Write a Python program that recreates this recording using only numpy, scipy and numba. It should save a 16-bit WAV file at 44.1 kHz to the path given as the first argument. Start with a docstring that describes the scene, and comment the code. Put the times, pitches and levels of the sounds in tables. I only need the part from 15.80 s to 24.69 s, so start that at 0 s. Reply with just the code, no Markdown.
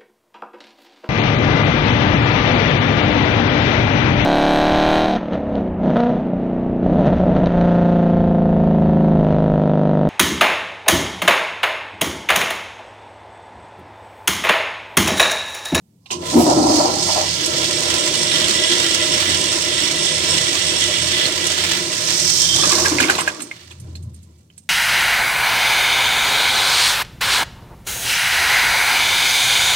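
"""In a tiled public stall, a pressure-valve toilet flushes about a metre from a hand-held phone.
The handle clicks as two cracks of noise; air and water roar in the pipe as noise shaped by resonances.
Jets spray and splash round the bowl as slapping noise with fizzing bubbles; the closing valve squeals.
The trap gulps and drips fall as bursts of spray with ringing bubbles, while the drain rumbles away as
a wavering low hum. Ventilation noise runs throughout."""
import sys
import numpy as np
from scipy import signal
from scipy.fft import rfft, irfft, next_fast_len
from scipy.io import wavfile
from scipy.ndimage import uniform_filter1d, map_coordinates
from numba import njit

SR = 44100
rng = np.random.default_rng(int(sys.argv[2]) if len(sys.argv) > 2 else 0)


def to_wav(sig):
    """Store sig (one row per channel, or 1-D mono) as 16-bit WAV at the path in sys.argv[1].

    Samples outside -1..1 are clipped; the rate is SR.
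    """
    pcm = np.clip(np.atleast_2d(sig), -1, 1) * 32767
    pcm = np.round(pcm).astype(np.int16)
    wavfile.write(sys.argv[1], SR, pcm.T)  # frames by channels


N = 392049
SIZE = next_fast_len(N + SR)
HZ = np.arange(SIZE // 2 + 1) * SR / SIZE + 1e-3  # frequency axis [Hz]
TIME = np.arange(N) / SR  # [s]

# Ventilation: (frequency [Hz], relative spectral density [dB per Hz])
VENTILATION = [(30, -31), (75, -6), (170, -2), (374, -18), (1430, -41), (8080, -36.5), (16000, -42.5)]
VENTILATION_DB = -56
# Handle cracks: (peak time [s], level before colouring [dB], time to fade 60 dB [s])
HANDLE_CRACKS = [(0.259, -38.5, 0.066), (0.305, -24, 0.19)]
# Supply pipe's faint singing: (time [s], level [dB])
PIPE_RING_LEVEL = [(.27, -71.5), (.32, -35), (.4, -41.5), (.46, -28.5), (.54, -28.5)]

# Water through the rim jets, a first spit, a spluttering start, full flow: (time [s], level [dB])
FLOW_LEVEL = [(.31, -22), (.39, -45.5), (.47, -28.5), (.62, -24), (.8, -25.5), (.96, -20.5), (1.1, -24),
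              (1.3, -21.5), (1.52, -25), (2.7, -23), (5.9, -25), (6.7, -28.5), (7.25, -29)]
WATER_ARRIVES_S, PIPE_FILLED_S, DRAINING_S, BOWL_EMPTY_S = 0.424, 1.72, 5.12, 5.6
TRAP_OPENS_S, TRAP_RISE_DB_S = 6.79, 156.5
# At the end a fast fall, then a dwindling trickle
FLOW_ENDS_S, ENDING_DB_S, TRICKLE_DB, TRICKLE_DB_S = 7.343, 61.5, -16.5, 18.5

# Air jet at the rim holes: (frequency [Hz], width [Hz], level [dB]), before the sharpening in roar()
AIR_JET_MODES = [(10440, 7400, 0)]
AIR_JET_DB, AIR_GONE_S, AIR_FALL_DB_S = -15.5, 0.57, 30  # level relative to the flow

# Roar of the water-filled pipe: (time [s], level [dB])
PIPE_LEVEL = [(.31, -32.5), (1.15, -28.5), (1.52, -35), (1.8, -29), (2.7, -29), (5.9, -33.5), (6.74, -38.5)]
# Air resonances, lower and upper, of the full pipe and of the pipe still holding air:
# (frequency [Hz], width [Hz], level [dB]), before the sharpening in roar()
FULL_LOW_MODES = [(206, 82, -9.5), (306, 24, -5.5), (348.4, 39, 0)]
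FULL_UPPER_MODES = [(499, 75, 0), (617.6, 51, 4), (764, 29, -7), (1012.5, 55, 0.5), (1348, 45, -2.5)]
AIRY_LOW_MODES = [(240.6, 6.4, -5.5), (313.4, 53, -4)]
AIRY_UPPER_MODES = [(613, 67, 2.5), (755, 97, 2), (999, 150, -3), (1334, 15, -4.5)]
UPPER_DB, UPPER_EMPTY_DB = -2, -13.5  # upper roar relative to the lower, after and before water arrives
TRAP_LOW_DB, TRAP_UPPER_DB = -29, -33  # roar of the open trap
# Air pockets bursting from the pipe, later through the trap:
# (time [s], low boom level [dB], upper boom level [dB])
BELCH_EVENTS = [(0.566, -6.5, -22.5), (0.609, -13, -22), (.665, -17.5, -17.5), (0.714, -19, -19),
                (0.776, -11, -17), (.84, -19, -17), (.9, -17.5, -16.5), (1.005, -25.5, -15.5),
                (1.05, -24, -18.5), (1.092, -21.5, -21), (1.165, -36, -24), (1.28, -46.5, -22.5),
                (1.36, -38, -17.5), (1.41, -43, -30), (6.81, -33, -51.5), (7.13, -21, -50.5),
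                (7.22, -18, -42.5), (7.6, -33.5, -57.5), (8.075, -42.5, -58)]
BELCH_RISE_DB_S, BELCH_FALL_DB_S = 898.5, 166.5
# Steady roar of air under the bursts
GUSH_LOW_DB, GUSH_UPPER_DB, GUSH_S, GUSH_ENDS_S = -20.5, -26.5, 0.537, 0.99
# Trap resonances: (frequency [Hz], width [Hz], level [dB])
TRAP_MODES = [(1130, 81, 0.5), (1554, 87, -1), (3540, 2800, -6)]
SLURP_DB, SLURP_FALL_DB_S = -30, 13.5

# Stall and drain resonances: (frequency [Hz], width [Hz], level [dB]), before the sharpening in roar()
STALL_MODES = [(86.7, 6.3, 1), (120.7, 11, -3), (162.7, 21, -2)]
DRAIN_MODES = [(117, 39, -0.5), (197, 42, -7.5)]
SHAKE_DB, TRAP_SHAKE_DB = -36.5, -38.5
SURGE_DB, SURGE_S, SURGE_RISE_DB_S, SURGE_FALL_DB_S = -25.5, 0.57, 69, 17.5
DRAIN_HZ, DRAIN_DB, DRAIN_REST_DB = 86., -32.5, -56.5
DRAIN_S, DRAIN_HOLD_S, DRAIN_RISE_DB_S, DRAIN_FALL_DB_S = 8.05, 0.23, 81, 55.5

# Bowl resonances: (frequency [Hz], width [Hz], level [dB])
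BOWL_MODES = [(1650, 70, 1), (1991, 31, 8.6), (2890, 23, 6.9), (3335, 570, 5), (5464, 130, 6.6),
              (8280, 880, 2.6)]
# Spray and hiss of the jets: (frequency [Hz], relative spectral density [dB per Hz])
SPRAY_SPECTRUM = [(900, -13), (1700, -5.5), (2440, -5.5), (3270, -2), (4600, -4.5), (6000, -25)]
HISS_SPECTRUM = [(3000, -20.5), (3900, -4.5), (5580, -0.5), (8170, -4.5), (8880, -6.5), (10700, -21.5),
                 (16500, -33.5)]
DRY_DB, DRIEST_S, WETTING_S = -13.5, 0.9, 0.62  # little spray while the jets blow air
RINGING_DB_S = 7.5  # bowl ringing's rise to full flow and fall after it
# The closing valve sharpens the hiss
SQUEEZE_DB, CLOSING_S, SHUT_S, EASES_S, EASING_DB_S = 9, 6.06, 6.49, 6.95, 25.5

# Splashes in the rush: (time [s], level before colouring [dB])
SPLASH_EVENTS = [(1.66, -10.5), (5.668, -10.5)]
# Plops in the rush, gulps of the trap, then drips: (time [s], relative level [dB],
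# bubble frequency [Hz], extra level of the bubble [dB])
GULP_EVENTS = [(2.516, -12, 3770, 11.5), (3.015, -16, 4100, 4), (5.455, -12.5, 4220, 13.5),
               (6.789, -21, 1070, -1.5), (6.836, -10.5, 1180, 5), (6.925, -8.5, 1140, 2),
               (6.983, -12.5, 1060, 2), (7.119, -15, 1050, 0.5), (7.059, -4.5, 1570, -1.5),
               (7.202, 0, 1540, -0.5), (7.24, -12, 2190, 6.5), (7.298, -2, 1486, 4), (7.351, -12, 3980, 1),
               (7.387, -4.5, 1080, 1.5), (7.408, -15.5, 8360, 12), (7.4765, -8.5, 1607, 6.5),
               (7.603, -16, 1770, -13.5), (7.62, -14, 8400, 6.5), (7.713, -25.5, 2120, 11.5),
               (7.91, -25, 3350, 0), (7.999, -30, 9000, 4), (8.154, -25.5, 4170, 3.5),
               (8.226, -34, 8880, 2), (8.343, -33.5, 8640, 4.5), (8.43, -34.5, 8880, -2),
               (8.7013, -49, 3060, 11), (8.779, -28, 8400, 6.5)]
DRIP_RING_S, DRIP_CYCLES = 0.003, 22  # late bubbles' ringing and its upper limit in cycles

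# Narrow jet at the valve seat: (frequency [Hz], width [Hz], level [dB]), before the sharpening in roar()
SIZZLE_MODES = [(5600, 920, -0.5), (13300, 2500, -17.5)]
SIZZLE_DB = -26
# Valve squeal: (frequency [Hz], width [Hz], start of full level [s], end of full level [s], level [dB])
SQUEAL_BANDS = [(3175, 110, 6.68, 6.78, -24), (3500, 220, 6.7, 6.86, -26)]
SQUEAL_RISE_DB_S, SQUEAL_FALL_DB_S = 90, 160

# Echo decay constant of the bowl, then level and 60 dB decay time of the tiles
BOWL_ECHO_S, TILES_DB, TILES_T60_S = 0.0044, -21, 0.3
DIRECT_DB = 13.5  # straight path over the first echoes
WALL_SHARE, WALL_HZ, WALL_S = 0.71, 4060, .014  # share of power, its corner, decay constant
# The phone shades its left port: (frequency [Hz], left minus right [dB])
PORT_SHADING = [(150, 0), (450, 2), (1200, -1), (2400, -5.5), (4400, -8), (8000, -10), (15000, -6)]
# Sound that differs between the ports: (frequency [Hz], share of power [0 to 1])
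DIFFUSE_SHARE = [(100, .002), (250, 0.041), (500, 0.38), (1000, 1), (3000, 1), (8000, 1)]
LEFT_LAG_S, BASS_HZ, TOP_HZ = 4e-5, 64, 16150


def undb(db):
    """Decibel law: amplitude gain of a level in dB."""
    return 10 ** (np.asarray(db) / 20)


def unit(x):
    """Power normalisation: the signal scaled to rms 1."""
    return x / np.sqrt(np.mean(x ** 2))


def over_hz(table):
    """Spectral interpolation: a (frequency, value) table along log frequency."""
    hz, value = np.transpose(table)
    return np.interp(np.log(HZ), np.log(hz), value)


def over_time(table):
    """Envelope interpolation: a level curve in dB, practically silent before its first point."""
    s, db = np.transpose(table)
    return np.interp(TIME, s, db, left=-120)


def hump(start, end, rise_db_s, fall_db_s):
    """Exponential growth and decay: level in dB that rises to 0 at start, holds, and falls after end."""
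    return np.minimum(0, np.minimum(rise_db_s * (TIME - start), fall_db_s * (end - TIME)))


def together(*levels_db):
    """Incoherent superposition: gain of unrelated sounds added in power."""
    return np.sqrt(sum(undb(db) ** 2 for db in levels_db))


def resonances(table):
    """Lorentzian resonance: summed power response of a set of modes."""
    return sum(undb(2 * db) / (1 + (2 * (HZ - hz) / width) ** 2) for hz, width, db in table)


def colour(x, gain):
    """Linear filtering: the spectrum multiplied by a response."""
    return irfft(rfft(x, SIZE) * gain, SIZE)[..., :N]


def walk(rate):
    """Slow random fluctuation: levels held 1 / rate s and smoothed twice; rms 1."""
    k = int(SR / rate)
    steps = np.repeat(rng.standard_normal(N // k + 1), k)
    return unit(uniform_filter1d(uniform_filter1d(steps, k), k)[:N])


def noise():
    """Mutual incoherence: one noise heard alike at both ports, and one reaching each port alone."""
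    return rng.standard_normal((3, N))


def roar(modes, flicker_db, rate):
    """Resonance driven by turbulence: unsteady noise through a set of modes; rms 1."""
    turbulence = noise() * undb(flicker_db * walk(rate))
    return unit(colour(turbulence, resonances(modes) ** 0.71))  # 0.5 would be the plain response


def wander(x, depth, rate):
    """Shifting resonance: an unrelated stretch of the sound, its pitch drifting as water reshapes the space."""
    place = np.arange(N) + SR // 2 + np.cumsum(depth * walk(rate))
    return np.array([map_coordinates(row, [place], mode="mirror") for row in x])


@njit
def bubbles(n, start, turn, cycles, size, glide):
    """Damped bubble oscillation: each rings a few cycles while its pitch rises."""
    out = np.zeros(n)
    for k in range(len(start)):
        z = size[k] + 0j
        w = turn[k]  # radians per sample
        fade = np.exp(-turn[k] / (2 * np.pi * cycles[k]))
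        for i in range(start[k], min(n, start[k] + int(40 * cycles[k] / w))):
            out[i] += z.imag
            z *= fade * np.exp(1j * w)
            w = min(w * (1 + glide * w / cycles[k]), 3.)
    return out


def surges(count, scatter_db, fade_s):
    """Random impacts with exponential decay: slaps of water, a few of them large; rms 1."""
    slaps = np.zeros(N)
    when, rarity = rng.random((count, 2)).T
    slaps[(when * N).astype(int)] = undb(-scatter_db * np.log(1 - rarity * (1 - 1 / 20)))
    return unit(signal.lfilter([1], [1, -np.exp(-1 / (fade_s * SR))], slaps))


def fizz(count, low_hz, high_hz, cycles, scatter_db):
    """Superposed bubble oscillations: a dense cloud of small bubbles of many sizes; rms 1."""
    when, pitch, big = rng.random((count, 3)).T
    turn = 2 * np.pi * low_hz * (high_hz / low_hz) ** pitch / SR
    size = undb(-scatter_db * np.log(1 - big * (1 - 1 / 120)))
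    return unit(bubbles(N, (when * N).astype(np.int64), turn, np.full(count, cycles), size, 0.0072))


def bursts(s, db, length, rise_s):
    """Transient turbulence: broad noise swells up to each moment and fades 60 dB in each length."""
    envelope = np.zeros(N)
    for peak, top, t60 in zip(s, undb(db), length):
        span = slice(int((peak - 4 * rise_s) * SR), int((peak + t60) * SR))
        after = TIME[span] - peak
        envelope[span] += top * np.exp(np.minimum(after / rise_s, -np.log(1000) * after / t60))
    return envelope * rng.standard_normal(N)


def plops(s, db, hz, cycles):
    """Single bubble oscillation: one bubble for each event."""
    return bubbles(N, (s * SR).astype(np.int64), 2 * np.pi * hz / SR, cycles, undb(db), 0.0015)


def ebb():
    """Decay of the driving flow: gain 1 while it runs, then dying away unevenly."""
    ending_db = hump(0, FLOW_ENDS_S, 1, ENDING_DB_S)
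    trickle_db = TRICKLE_DB + 3.0 * walk(14) + hump(0, FLOW_ENDS_S, 1, TRICKLE_DB_S)
    return np.minimum(1, together(ending_db, trickle_db))


def ventilation():
    """Stationary broadband noise: the ventilation's steady spectrum."""
    return unit(colour(noise(), undb(over_hz(VENTILATION)))) * undb(VENTILATION_DB)


def handle():
    """Impact excitation: the lever's slack taken up, then the blow on the valve, as cracks of noise."""
    s, db, length = np.transpose(HANDLE_CRACKS)
    body_db = over_hz([(200, -24), (900, 5.0), (1700, -10.5), (3000, 12), (9000, -8.5), (16000, -37)])
    return colour(bursts(s, db, length, .0004), undb(body_db))


def pipe_ring():
    """Narrow resonance: the supply pipe sings faintly from the touch on the lever until water arrives."""
    ring = roar([(1011, 36, 0)], flicker_db=5.0, rate=30.9) * undb(over_time(PIPE_RING_LEVEL))
    return ring * (TIME < PIPE_RING_LEVEL[-1][0])


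def air_jet():
    """Jet turbulence: air pushed ahead of the water hisses brightly from the rim holes."""
    level_db = over_time(FLOW_LEVEL) + AIR_JET_DB + hump(0, AIR_GONE_S, 1, AIR_FALL_DB_S)
    return roar(AIR_JET_MODES, flicker_db=5.5, rate=14.1) * undb(level_db)


def full_pipe():
    """Pipe resonance: turbulent water roars evenly, and the open trap adds to it."""
    pipe_db = over_time(PIPE_LEVEL)
    trap_db = hump(TRAP_OPENS_S, 10, TRAP_RISE_DB_S, 1)
    upper_db = pipe_db + np.where(TIME < WATER_ARRIVES_S, UPPER_EMPTY_DB, UPPER_DB)
    low = roar(FULL_LOW_MODES, flicker_db=1.63, rate=33) * together(pipe_db, TRAP_LOW_DB + trap_db)
    upper = roar(FULL_UPPER_MODES, flicker_db=2.0, rate=40) * together(upper_db, TRAP_UPPER_DB + trap_db)
    return low + upper


def belches():
    """Air-column resonance: trapped air booms in bursts over a steady gush."""
    shapes = [hump(s, s, BELCH_RISE_DB_S, BELCH_FALL_DB_S) for s, *_ in BELCH_EVENTS]
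    gush_db = hump(GUSH_S, GUSH_ENDS_S, BELCH_RISE_DB_S, BELCH_FALL_DB_S)
    low_levels = [shape + low_db for shape, (_, low_db, _) in zip(shapes, BELCH_EVENTS)]
    upper_levels = [shape + up_db for shape, (_, _, up_db) in zip(shapes, BELCH_EVENTS)]
    low = roar(AIRY_LOW_MODES, flicker_db=2.0, rate=45)
    upper = wander(roar(AIRY_UPPER_MODES, flicker_db=2.0, rate=50), depth=.02, rate=8)
    return (low * together(GUSH_LOW_DB + gush_db, *low_levels)
            + upper * together(GUSH_UPPER_DB + gush_db, *upper_levels))


def trap_slurp():
    """Two-phase flow: the trap gurgles with slaps and bubbles when it sucks air."""
    slaps = .2 + surges(count=600, scatter_db=1.5, fade_s=.007)
    cloud = fizz(count=2200, low_hz=602, high_hz=2310, cycles=4.6, scatter_db=2.5)
    slurp = noise() * slaps + 0.59 * cloud
    level_db = SLURP_DB + hump(TRAP_OPENS_S, FLOW_ENDS_S, TRAP_RISE_DB_S, SLURP_FALL_DB_S)
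    return unit(colour(slurp, np.sqrt(resonances(TRAP_MODES)))) * undb(level_db)


def pipe():
    """Superposition in the pipe: roar and gurgle die with the flow; belches fade on their own."""
    return belches() + (full_pipe() + trap_slurp()) * ebb()


def stall_shake():
    """Room modes: the rush shakes the stall's air."""
    shake = together(SHAKE_DB + hump(SURGE_S, 10, SURGE_RISE_DB_S, 1),
                     SURGE_DB + hump(SURGE_S, SURGE_S, SURGE_RISE_DB_S, SURGE_FALL_DB_S),
                     TRAP_SHAKE_DB + hump(TRAP_OPENS_S, 10, TRAP_RISE_DB_S, 1))
    return roar(STALL_MODES, flicker_db=1.5, rate=6) * shake * (TIME > FLOW_LEVEL[0][0]) * ebb()


def jet_levels():
    """Source strength: spray and hiss [dB] follow the flow; spray waits for a wet bowl, hiss peaks at closing."""
    flow_db = over_time(FLOW_LEVEL)
    drying = np.clip((TIME - WATER_ARRIVES_S) / (DRIEST_S - WATER_ARRIVES_S), 0, 1)
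    dry_bowl = drying * np.exp(-np.maximum(TIME - DRIEST_S, 0) / WETTING_S)
    squeeze_db = SQUEEZE_DB + hump(SHUT_S, EASES_S, SQUEEZE_DB / (SHUT_S - CLOSING_S), EASING_DB_S)
    spray_db = flow_db + DRY_DB * dry_bowl + hump(WATER_ARRIVES_S, 10, 500., 1)
    return spray_db, flow_db + np.maximum(squeeze_db, 0)


def in_bowl(x, spectrum):
    """Cavity resonance: coloured noise plus bowl ringing that drifts, flickers and is strongest at full flow."""
    gain = undb(over_hz(spectrum))
    ringing = wander(colour(x, gain * np.sqrt(resonances(BOWL_MODES))), depth=.0045, rate=8)
    ringing_db = 1.84 * walk(24.125) + hump(PIPE_FILLED_S, DRAINING_S, RINGING_DB_S, RINGING_DB_S)
    return unit(colour(x, gain) + ringing * undb(ringing_db))


def jets():
    """Jet impact: noise in slaps shared by spray and hiss, with fizzing bubbles, coloured by the bowl."""
    spray_db, hiss_db = jet_levels()
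    slaps = 2.0 + surges(count=1200, scatter_db=7.0, fade_s=0.0028)
    coarse_fizz = fizz(count=12000, low_hz=1866, high_hz=4485, cycles=9.5, scatter_db=3.5)
    fine_fizz = fizz(count=14000, low_hz=3986, high_hz=13300, cycles=10.0, scatter_db=5.0)
    spray = noise() * slaps * undb(2.28 * walk(11)) + 0.68 * coarse_fizz
    hiss = noise() * slaps * undb(0.88 * walk(25)) + 0.36 * fine_fizz
    # until the rim jets run full, air hisses through them in a narrower band
    airy = 0.62 * np.clip((TIME - .6) / 0.35, 0, 1) * np.clip((PIPE_FILLED_S - TIME) / 0.32 + 1, 0, 1)
    rim_response = resonances([(4430, 430, 1.9), (5090, 330, 3.5), (6120, 1500, 0.44)]) ** 0.63
    narrow = wander(unit(colour(hiss, rim_response)), depth=0.021, rate=12)
    mixed_hiss = np.sqrt(airy) * narrow + np.sqrt(1 - airy) * in_bowl(hiss, HISS_SPECTRUM)
    return (in_bowl(spray, SPRAY_SPECTRUM) * undb(spray_db) + mixed_hiss * undb(hiss_db)) * ebb()


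def water_hits():
    """Impact and bubble entrainment: splashes, gulps and drips as knots of bubbles over bursts of spray."""
    s, db = np.transpose(SPLASH_EVENTS)
    g_s, g_db, g_hz, ring_db = np.transpose(GULP_EVENTS)
    porcelain = undb(over_hz([(300, -33.0), (1000, 9.0), (4000, 3.5), (8600, 5.0), (11000, -8.5), (16000, -24)]))
    length = .06 + .06 * undb(g_db)  # larger gulps last longer
    fine = g_hz > 4000
    coarse = bursts(g_s[~fine], g_db[~fine] - 14.5, length[~fine], 0.00074)

    # small drops and splashes tick without body
    ticks = bursts(s, db, np.full(len(s), .03), 0.0014)
    ticks = ticks + bursts(g_s[fine], g_db[fine] - 12.0, length[fine], .0005)
    when, size = rng.random((45, 2)).T  # droplets running off the rim
    droplet_db = -41 - 12 * size - 17 * when
    ticks = ticks + bursts(FLOW_ENDS_S + 1.5 * when, droplet_db, np.full(len(when), .045), .0015)
    bodiless = porcelain / np.sqrt(1 + (5000 / HZ) ** 6)

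    late_cycles = np.minimum(DRIP_RING_S * g_hz, DRIP_CYCLES)
    cycles = np.where(g_s > BOWL_EMPTY_S, late_cycles, np.minimum(0.0015 * g_hz, 6.))
    rings = plops(g_s, g_db - 5.5 + ring_db, g_hz, cycles)

    # smaller bubbles break off around the main one
    late, off, weak = rng.random((len(g_s), 3, 12)).transpose(1, 0, 2)
    knot_s = g_s[:, None] + length[:, None] * .5 * (late - .3)
    knot_db = g_db[:, None] - 10.5 - 8 * weak
    pitch_range = np.where(fine, 1.8, 4.5)[:, None]
    knot_hz = g_hz[:, None] * pitch_range ** (off - np.where(fine, .5, .2)[:, None])
    knot = plops(knot_s.ravel(), knot_db.ravel(), knot_hz.ravel(), np.full(late.size, 3.))
    return colour(coarse, porcelain) + colour(ticks, bodiless) + rings + knot


def sizzle():
    """Constricted-flow turbulence: water forced past the closing valve seat sizzles in two high bands."""
    level_db = SIZZLE_DB + hump(SHUT_S - .25, EASES_S, 25., 45.)
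    return roar(SIZZLE_MODES, flicker_db=3.0, rate=7) * undb(level_db)


def whistle():
    """Narrow-band noise: the closing valve squeals in two ragged bands; the upper one lasts longer."""
    squeal = np.zeros(N)
    for hz, width, start, end, db in SQUEAL_BANDS:
        band = unit(colour(rng.standard_normal(N), resonances([(hz, width, 0)])))
        squeal += band * undb(db + hump(start, end, SQUEAL_RISE_DB_S, SQUEAL_FALL_DB_S))
    return squeal


def drain():
    """Low pipe resonance: the drain hums on its lowest note, wavering in pitch and strength."""
    phase = 2 * np.pi * np.cumsum(DRAIN_HZ * (1 + 0.038 * walk(25))) / SR
    hum = np.sqrt(2) * np.sin(phase) * undb(1.3 * walk(15))
    rumble = 0.8 * hum + 0.55 * roar(DRAIN_MODES, flicker_db=0.0, rate=12)
    swell_db = DRAIN_DB + hump(DRAIN_S, DRAIN_S + DRAIN_HOLD_S, DRAIN_RISE_DB_S, DRAIN_FALL_DB_S)
    return rumble * together(swell_db, DRAIN_REST_DB + hump(DRAIN_S, 10, DRAIN_RISE_DB_S, 1))


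def wall(sound):
    """Reflection: part of the spread sound at the left port reaches the right one too, by way of a wall."""
    path = rfft(rng.standard_normal(SR // 10) * np.exp(-TIME[:SR // 10] / WALL_S), SIZE)
    both = WALL_SHARE / (1 + (HZ / WALL_HZ) ** 2)
    power = np.abs(path) ** 2
    path = path * np.sqrt(both / (power + np.mean(power) / 10))
    right = colour(sound[2], np.sqrt(1 - np.abs(path) ** 2)) + colour(sound[1], path)
    return np.array([sound[0], sound[1], right])


def echoes(x):
    """Reverberation: direct sound, then quick echoes off the bowl and fainter ones off the tiles."""
    after = TIME[:SR // 2]
    tiles = undb(TILES_DB) * np.exp(-np.log(1000) * after / TILES_T60_S)
    tail = rng.standard_normal((2, len(after))) * (np.exp(-after / BOWL_ECHO_S) + tiles)
    tail[:, 0] = undb(DIRECT_DB)
    tail /= np.sqrt(np.sum(tail ** 2, axis=1, keepdims=True))
    return np.vstack([x, colour(x, rfft(tail, SIZE))])


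def phone_ports(sound):
    """Spatial coherence: bass is alike at both ports; treble comes from all round and differs."""
    share = over_hz(DIFFUSE_SHARE)
    side = np.array([[1], [-1]])  # left, right
    lag = np.exp(-1j * np.pi * HZ * LEFT_LAG_S * side)
    ports = undb(side * over_hz(PORT_SHADING) / 2) * lag
    # even out the power of the two ports' mean
    alike_power = (1 - share) * np.abs(ports.mean(axis=0)) ** 2
    ports /= np.sqrt(alike_power + share * np.mean(np.abs(ports) ** 2, axis=0) / 2)
    return colour(sound[0], ports * np.sqrt(1 - share)) + colour(sound[1:], ports * np.sqrt(share))


def scene():
    """Superposition: spread sources by way of the wall, small sources with their echoes, at two ports."""
    spread = ventilation() + pipe_ring() + air_jet() + pipe() + stall_shake() + jets() + sizzle() + drain()
    small = handle() + water_hits() + whistle()
    return phone_ports(wall(spread) + echoes(small))


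def record(dry):
    """Band limiting and saturation: the phone drops deep bass, rounds the loudest peaks and cuts the top."""
    dry = signal.sosfilt(signal.butter(3, BASS_HZ, "high", fs=SR, output="sos"), dry)
    rounded = np.tanh(.6 * dry) / .6
    return signal.sosfilt(signal.ellip(14, .2, 95, TOP_HZ, fs=SR, output="sos"), rounded)


dry = scene()
out = record(dry)
to_wav(out)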